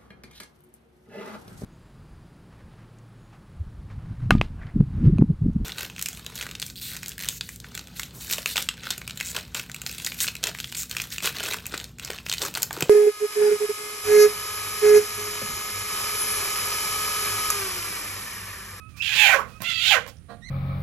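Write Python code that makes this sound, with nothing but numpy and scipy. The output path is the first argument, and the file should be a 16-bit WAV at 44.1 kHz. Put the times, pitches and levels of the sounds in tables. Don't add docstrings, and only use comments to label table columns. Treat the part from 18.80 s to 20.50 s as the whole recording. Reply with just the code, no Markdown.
import sys
import numpy as np
from scipy import signal
from scipy.fft import rfft, irfft, next_fast_len
from scipy.io import wavfile
from scipy.ndimage import uniform_filter1d, minimum_filter1d, map_coordinates

SR = 44100
rng = np.random.default_rng(int(sys.argv[2]) if len(sys.argv) > 2 else 0)


def wav_out(sig):
    wavfile.write(sys.argv[1], SR, np.round(np.clip(np.atleast_2d(sig).T, -1, 1) * 32767).astype(np.int16))


N = 74970

RUMBLE_COLOUR = [(20, -27.5), (35, -8.5), (48, -5.5), (75, -1), (105, -1), (150, -6.5), (190, -8.5),
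                 (260, -16), (380, -27.5), (700, -36), (2000, -61)]
HISS_COLOUR = [(200, -45), (1200, 6), (2500, 4), (5000, -4), (8200, -4), (9400, 9), (10500, -6),
               (15500, -15.5)]
# (frequency [Hz], likeness [0-1])
STEREO_LIKENESS = [(50, 0.43), (500, 1), (1200, 0.18), (8000, 0.083)]
# (time [s], pitch [Hz], level [dB])
WHINE_NOTES = [
    [(0, 1265, -48), (.07, 1291, -51.5), (.11, 1258, -64.5), (.16, 1168, -56)],
    [(.70, 1274, -58), (.735, 1240, -53), (.765, 1275, -47), (.80, 1240, -64)],
]
WHINE_HARMONICS = [0, -1.9, -29]
# (time [s], thump [dB], rustle [dB], rise [s], time to fade 60 dB [s])
FEATHER_BRUSHES = [(0.089, -69, -60, 0.003, 0.43), (0.158, -71, -46.5, 0.016, 0.22),
                   (.348, -36.5, -58, 0.0046, 0.12), (0.596, -37, -65, 0.0035, 0.19),
                   (.655, -61, -55.5, 0.036, 0.95), (0.803, -34.5, -47.5, 0.0025, .06),
                   (.814, -34.5, -37, 0.0079, 0.057), (1.264, -38.5, -42, .001, 0.023),
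                   (1.277, -45.5, -41, 0.0019, 0.099), (1.684, -72, -52, 0.0081, 0.046)]
# (frequency [Hz], level [dB])
THUMP_COLOUR = [(60, -17), (180, 7.5), (330, -7), (550, 2), (1000, 0.5), (2500, -8.5), (6000, -39)]
RUSTLE_COLOUR = [(400, -17), (1500, 3.5), (3200, 1), (6000, -1.5), (9000, -8.5), (16000, -9.5)]
# (time [s], pitch [Hz], level [dB])
SQUEAK_NOTE = [(.17, 1171, -53.5), (.198, 1286, -42), (.208, 1291, -25), (.222, 1348, -29),
               (.238, 1210, -60)]
SQUEAK_HARMONICS = [-39.5, 4, -45.5, -18, -31.5, -35]
# (time [s], level [dB], ringing frequency [Hz], lowest harmonic [dB])
SQUAWK_THROATS = [
    [(0.218, -31, 2850, -78), (0.242, -28, 2860, -63), (0.332, -23.5, 2600, -52), (0.352, -27.5, 2880, -50),
     (0.4, -14, 2540, -33), (0.466, -17, 2600, -23), (0.48, -14, 2370, -38), (0.49, -20, 2170, -20),
     (0.524, -15.5, 1770, -24.5), (0.586, -30, 1250, -32.5), (0.596, -24, 1140, -35.5),
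     (0.62, -34.5, 1200, -53)],
    [(0.83, -39, 2780, -65), (0.864, -25.5, 2810, -53), (0.958, -29, 3050, -66), (1.092, -19, 3100, -45),
     (1.108, -16.5, 2850, -29), (1.128, -15.5, 2270, -23.5), (1.156, -21.5, 1840, -30),
     (1.174, -23.5, 1463, -28.5), (1.2, -43, 1300, -44)],
]
# (time [s], pitch [Hz], roughness [0-1], sharpness of the ringing [Q])
SQUAWK_VOICES = [
    [(.22, 794.5, 0.91, 2.65), (.27, 829.4, 0.83, 1.8), (.31, 849.4, 0.43, 1.83), (.36, 853, 0.88, 1.14),
     (.39, 866.7, 0.56, 2.4), (.425, 846.2, 0.42, 2.1), (.46, 796.7, 0.46, 1.74), (.495, 790.6, 0.83, 1.86),
     (.527, 772.2, 0.24, 1.2), (.545, 575, 0.71, 1.6), (.572, 543.3, 0.74, 0.82), (.61, 357.7, 1, 5.4)],
    [(.84, 671.2, 0.42, 0.93), (.882, 713.3, 0.18, 3.4), (.897, 672, 0.27, 1.2), (.932, 690.2, 0.38, 2.1),
     (.948, 655.4, 0.22, 2.7), (1.0, 659.1, 0.3, 2.5), (1.032, 711.8, 0.65, 2.7), (1.06, 703.4, 0.77, 1.9),
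     (1.1, 822.6, 0.71, 2.25), (1.132, 806.4, 0.71, 1.67), (1.148, 613.5, 0.05, 0.62),
     (1.166, 498, 0.64, 1.44), (1.19, 436.4, .7, 1.5)],
]
# (frequency [Hz], level [dB])
TREBLE_COLOUR = [(3300, -18), (4300, -15), (4900, -23.5), (5550, -17), (6400, -6.5), (7500, 12.5),
                 (8200, -22), (9200, 7.5), (10200, 2.5), (11500, 10), (13500, 7), (16000, 4)]
SQUAWK_TREBLES = [-19, -22]
# (time [s], level [dB], centre [Hz], time to fade 60 dB [s])
FEATHER_CLICKS = [(.8203, -14, 13500, 0.0011), (1.2758, -28.5, 13100, 0.0017), (1.369, -47.5, 4670, 0.0113)]
# (frequency [multiple of the centre], level [dB])
CLICK_COLOUR = [(.05, -15), (.35, -10.5), (.65, -4.5), (1, 9), (1.25, 9.5), (1.6, -19.5)]
# (time [s], pitch [Hz], level [dB])
HIGH_NOTE = [(.925, 4330, -62), (.95, 4615, -30), (.97, 4450, -43), (.985, 4570, -35)]
CLUCK_HARMONICS = [-4, 1, 5.5, -22, -0.5, -8, -6.5, -10, -23, -20, -21, -23.5, -20, -28, -30, -34.5, -23,
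                   -19, -39]
# (frequency [Hz], level [dB])
GRIT_COLOUR = [(100, -12), (200, 15.5), (350, -5.5), (700, 5), (1800, -25), (2500, -36), (3300, -20),
               (4100, -11.5), (5000, -25.5), (12000, -35)]
# (time [s], pitch [Hz], level [dB])
PEEP_NOTE = [(1.605, 2120, -79), (1.626, 1823, -52), (1.642, 1950, -46.5), (1.668, 2112, -46),
             (1.68, 2141, -51), (1.69, 1940, -39), (1.7, 1900, -64)]
PEEP_HARMONICS = [0.5, -3.5, -13.5, -21]
# (frequency [Hz], time to fade 60 dB [s])
SHED_FADE = [(150, 0.68), (700, 0.28), (2000, 0.26), (7000, 0.3), (15000, 0.24)]
# (frequency [Hz], gain [dB])
LEFT_MUFFLING = [(60, -14.5), (200, -18.5), (600, -15.5), (1290, -11), (2380, -14.5), (4400, -21.5),
                 (6000, -25), (8500, -12.5), (13000, -16)]

PULSE_SPREAD = 0.45


def amp(db):
    return 10 ** (np.asarray(db) / 20)


def unit(x):
    return x / np.sqrt(np.mean(x ** 2) + 1e-20)


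def clock():
    return np.arange(N) / SR


def along(points, hz):
    frequencies, values = np.transpose(points)
    return np.interp(np.log(hz + 1), np.log(frequencies + 1), values)


def curves(rows):
    times, *columns = np.transpose(rows)
    return [np.interp(clock(), times, column) for column in columns]


def gate(start, end, rise=0.002, fade=0.024):
    t = clock()
    return np.clip((t - start) / rise, 0, 1) * np.exp(-np.maximum(t - end, 0) / fade)


def wobble(rate):
    return map_coordinates(rng.standard_normal(N // 8), [clock() * rate], mode="wrap")


def filtered(x, response):
    size = next_fast_len(N + SR // 2)
    return irfft(rfft(x, size) * response(np.fft.rfftfreq(size, 1 / SR)), size)[..., :N]


def coloured(x, colour):
    return unit(filtered(x, lambda hz: amp(along(colour, hz))))


def noise(colour):
    return coloured(rng.standard_normal(N), colour)


def steady(x, samples=900):
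    return x / np.sqrt(np.abs(uniform_filter1d(x * x, samples)) + 1e-12)


def background(colour):
    turn = lambda hz: np.arccos(np.clip(along(STEREO_LIKENESS, hz), -1, 1)) / 2
    shares = lambda hz: np.array([np.cos(turn(hz)), np.sin(turn(hz))])
    mid, side = filtered(rng.standard_normal((2, N)), shares)
    return coloured(np.array([mid + side, mid - side]), colour)


def tone(pitch, harmonics, jitter):
    phase = 2 * np.pi * np.cumsum(pitch * (1 + jitter * wobble(350))) / SR
    return unit(sum(amp(db) * np.cos((k + 1) * phase - PULSE_SPREAD * k * k)
                    for k, db in enumerate(harmonics)))


def whistle(note, harmonics, jitter):
    pitch, level_db = curves(note)
    return amp(level_db) * tone(pitch, harmonics, jitter) * gate(note[0][0], note[-1][0])


def feather_brushes():
    thump, rustle = noise(THUMP_COLOUR), noise(RUSTLE_COLOUR)
    return sum((amp(thump_db) * thump + amp(rustle_db) * rustle)
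               * gate(start, start + rise, rise, fade / np.log(1000))
               for start, thump_db, rustle_db, rise, fade in FEATHER_BRUSHES)


def throat(x, centre_hz, q, steep=0.84):
    hz, t, spectrum = signal.stft(x, SR, nperseg=256, noverlap=192)
    ratio = (hz[:, None] + 1) / np.interp(t, clock(), centre_hz)
    sharpness = np.interp(t, clock(), np.broadcast_to(q, N))
    gain = (1 + (sharpness * (ratio - 1 / ratio)) ** 2) ** -steep
    return signal.istft(spectrum * gain, SR, nperseg=256, noverlap=192)[1][:N]


def squawk(shape, voice, treble_db):
    level_db, centre_hz, low_db = curves(shape)
    pitch, rough, q = curves(voice)
    start, end = shape[0][0], shape[-1][0]
    jitter = 0.06042 * np.sqrt(rough) * wobble(498.8)
    phase = 2 * np.pi * np.cumsum(pitch * (1 + jitter)) / SR
    pulses = sum(amp(-7 * np.log2(k)) * np.cos(k * phase - PULSE_SPREAD * k * k)
                 for k in range(2, 24))
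    breath = unit((1 + 0.5 * np.cos(phase)) * rng.standard_normal(N))
    blend = lambda clear, hoarse: np.sqrt(1 - rough) * steady(clear) + np.sqrt(rough) * steady(hoarse)
    source = blend(pulses, breath)

    body = blend(throat(pulses, centre_hz, q, steep=1), throat(breath, centre_hz, q, steep=1.026))
    shrill = amp(-17) * steady(throat(source, 1.21 * centre_hz, q=7.8))
    upper = amp(-25) * steady(throat(source, 6680 * (centre_hz / 2570) ** 0.26, q=10, steep=1))
    treble = blend(coloured(pulses, TREBLE_COLOUR), coloured(breath, TREBLE_COLOUR))
    treble += 0.47 * noise(TREBLE_COLOUR)
    top = upper + amp(treble_db) * steady(treble)
    top *= amp(0.3 * (level_db - level_db.max()))
    call = amp(level_db - 0.5) * (steady(body + shrill, samples=300) + top)
    call *= amp(0.84 * wobble(61))
    call *= gate(start, end, rise=0.0044, fade=0.028)

    low_breath = 0.33 * rough * steady(throat(breath, pitch, q=9))
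    low = amp(low_db - 2.5) * steady(np.cos(phase) + low_breath)
    low *= gate(start, end, rise=0.004, fade=0.005)
    flutter = amp(1.5 * wobble(225.2))
    return (call + low) * flutter


def feather_clicks():
    return sum(amp(db) * gate(start, start, 1 / SR, fade / np.log(1000))
               * noise(np.multiply(CLICK_COLOUR, [hz, 1]))
               for start, db, hz, fade in FEATHER_CLICKS)


def cluck(start=1.483, length=0.025, pitch_hz=234.4):
    volume = amp(-39.5) * gate(start, start + length, rise=0.021, fade=0.029)
    grit = amp(-2.5) * noise(GRIT_COLOUR)
    return volume * (tone(pitch_hz, CLUCK_HARMONICS, jitter=0.0296) + grit)


def shed(x, bounces=10, walls_db=-4, tail_db=-8.5):
    white_noise = background([(100, 0), (10000, 0)])[:, :SR // 2]
    hz, t, spectrum = signal.stft(white_noise, SR, nperseg=256)
    tail = signal.istft(spectrum * amp(-60 * t / along(SHED_FADE, hz)[:, None]), SR, nperseg=256)[1]
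    tail[:, :SR // 200] = 0
    echoes = amp(tail_db) * tail / np.linalg.norm(tail[0])
    for delay, skew, sign in rng.random((bounces, 3)):
        for channel in range(2):
            arrival = int((0.002 + 0.018 * delay) * SR + channel * 8 * skew)
            echoes[channel, arrival] += np.sign(sign - 0.5) * amp(walls_db) / np.sqrt(bounces)
    return signal.fftconvolve(x[None], echoes, axes=1)[:, :N]


def scene():
    near = sum(squawk(*call) for call in zip(SQUAWK_THROATS, SQUAWK_VOICES, SQUAWK_TREBLES))
    near += feather_brushes() + feather_clicks()
    near += whistle(SQUEAK_NOTE, SQUEAK_HARMONICS, jitter=0.034)
    near += whistle(HIGH_NOTE, harmonics=[0], jitter=0.0036)
    near += sum(whistle(note, WHINE_HARMONICS, jitter=0.005) for note in WHINE_NOTES)
    far = cluck() + whistle(PEEP_NOTE, PEEP_HARMONICS, jitter=0.007)
    direct = np.array([amp(-5) * (near + far), near + far])
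    birds = amp(-0.5) * (direct + shed(near + amp(2) * far))
    return birds + amp(-47.5) * background(RUMBLE_COLOUR) + amp(-64.5) * background(HISS_COLOUR)


def record(dry):
    ceiling, reaction_s, top_hz = 0.76, 0.0017, 16000
    left = filtered(dry[0], lambda hz: amp(along(LEFT_MUFFLING, hz)))
    pair = amp(4) * np.array([left, dry[1]])
    needed = np.minimum(1, ceiling / (np.abs(pair).max(axis=0) + 1e-9))
    span = int(reaction_s * SR) + 1
    gain = uniform_filter1d(minimum_filter1d(needed, 2 * span), span)
    return filtered(pair * gain, lambda hz: hz < top_hz)


dry = scene()
out = record(dry)
wav_out(out)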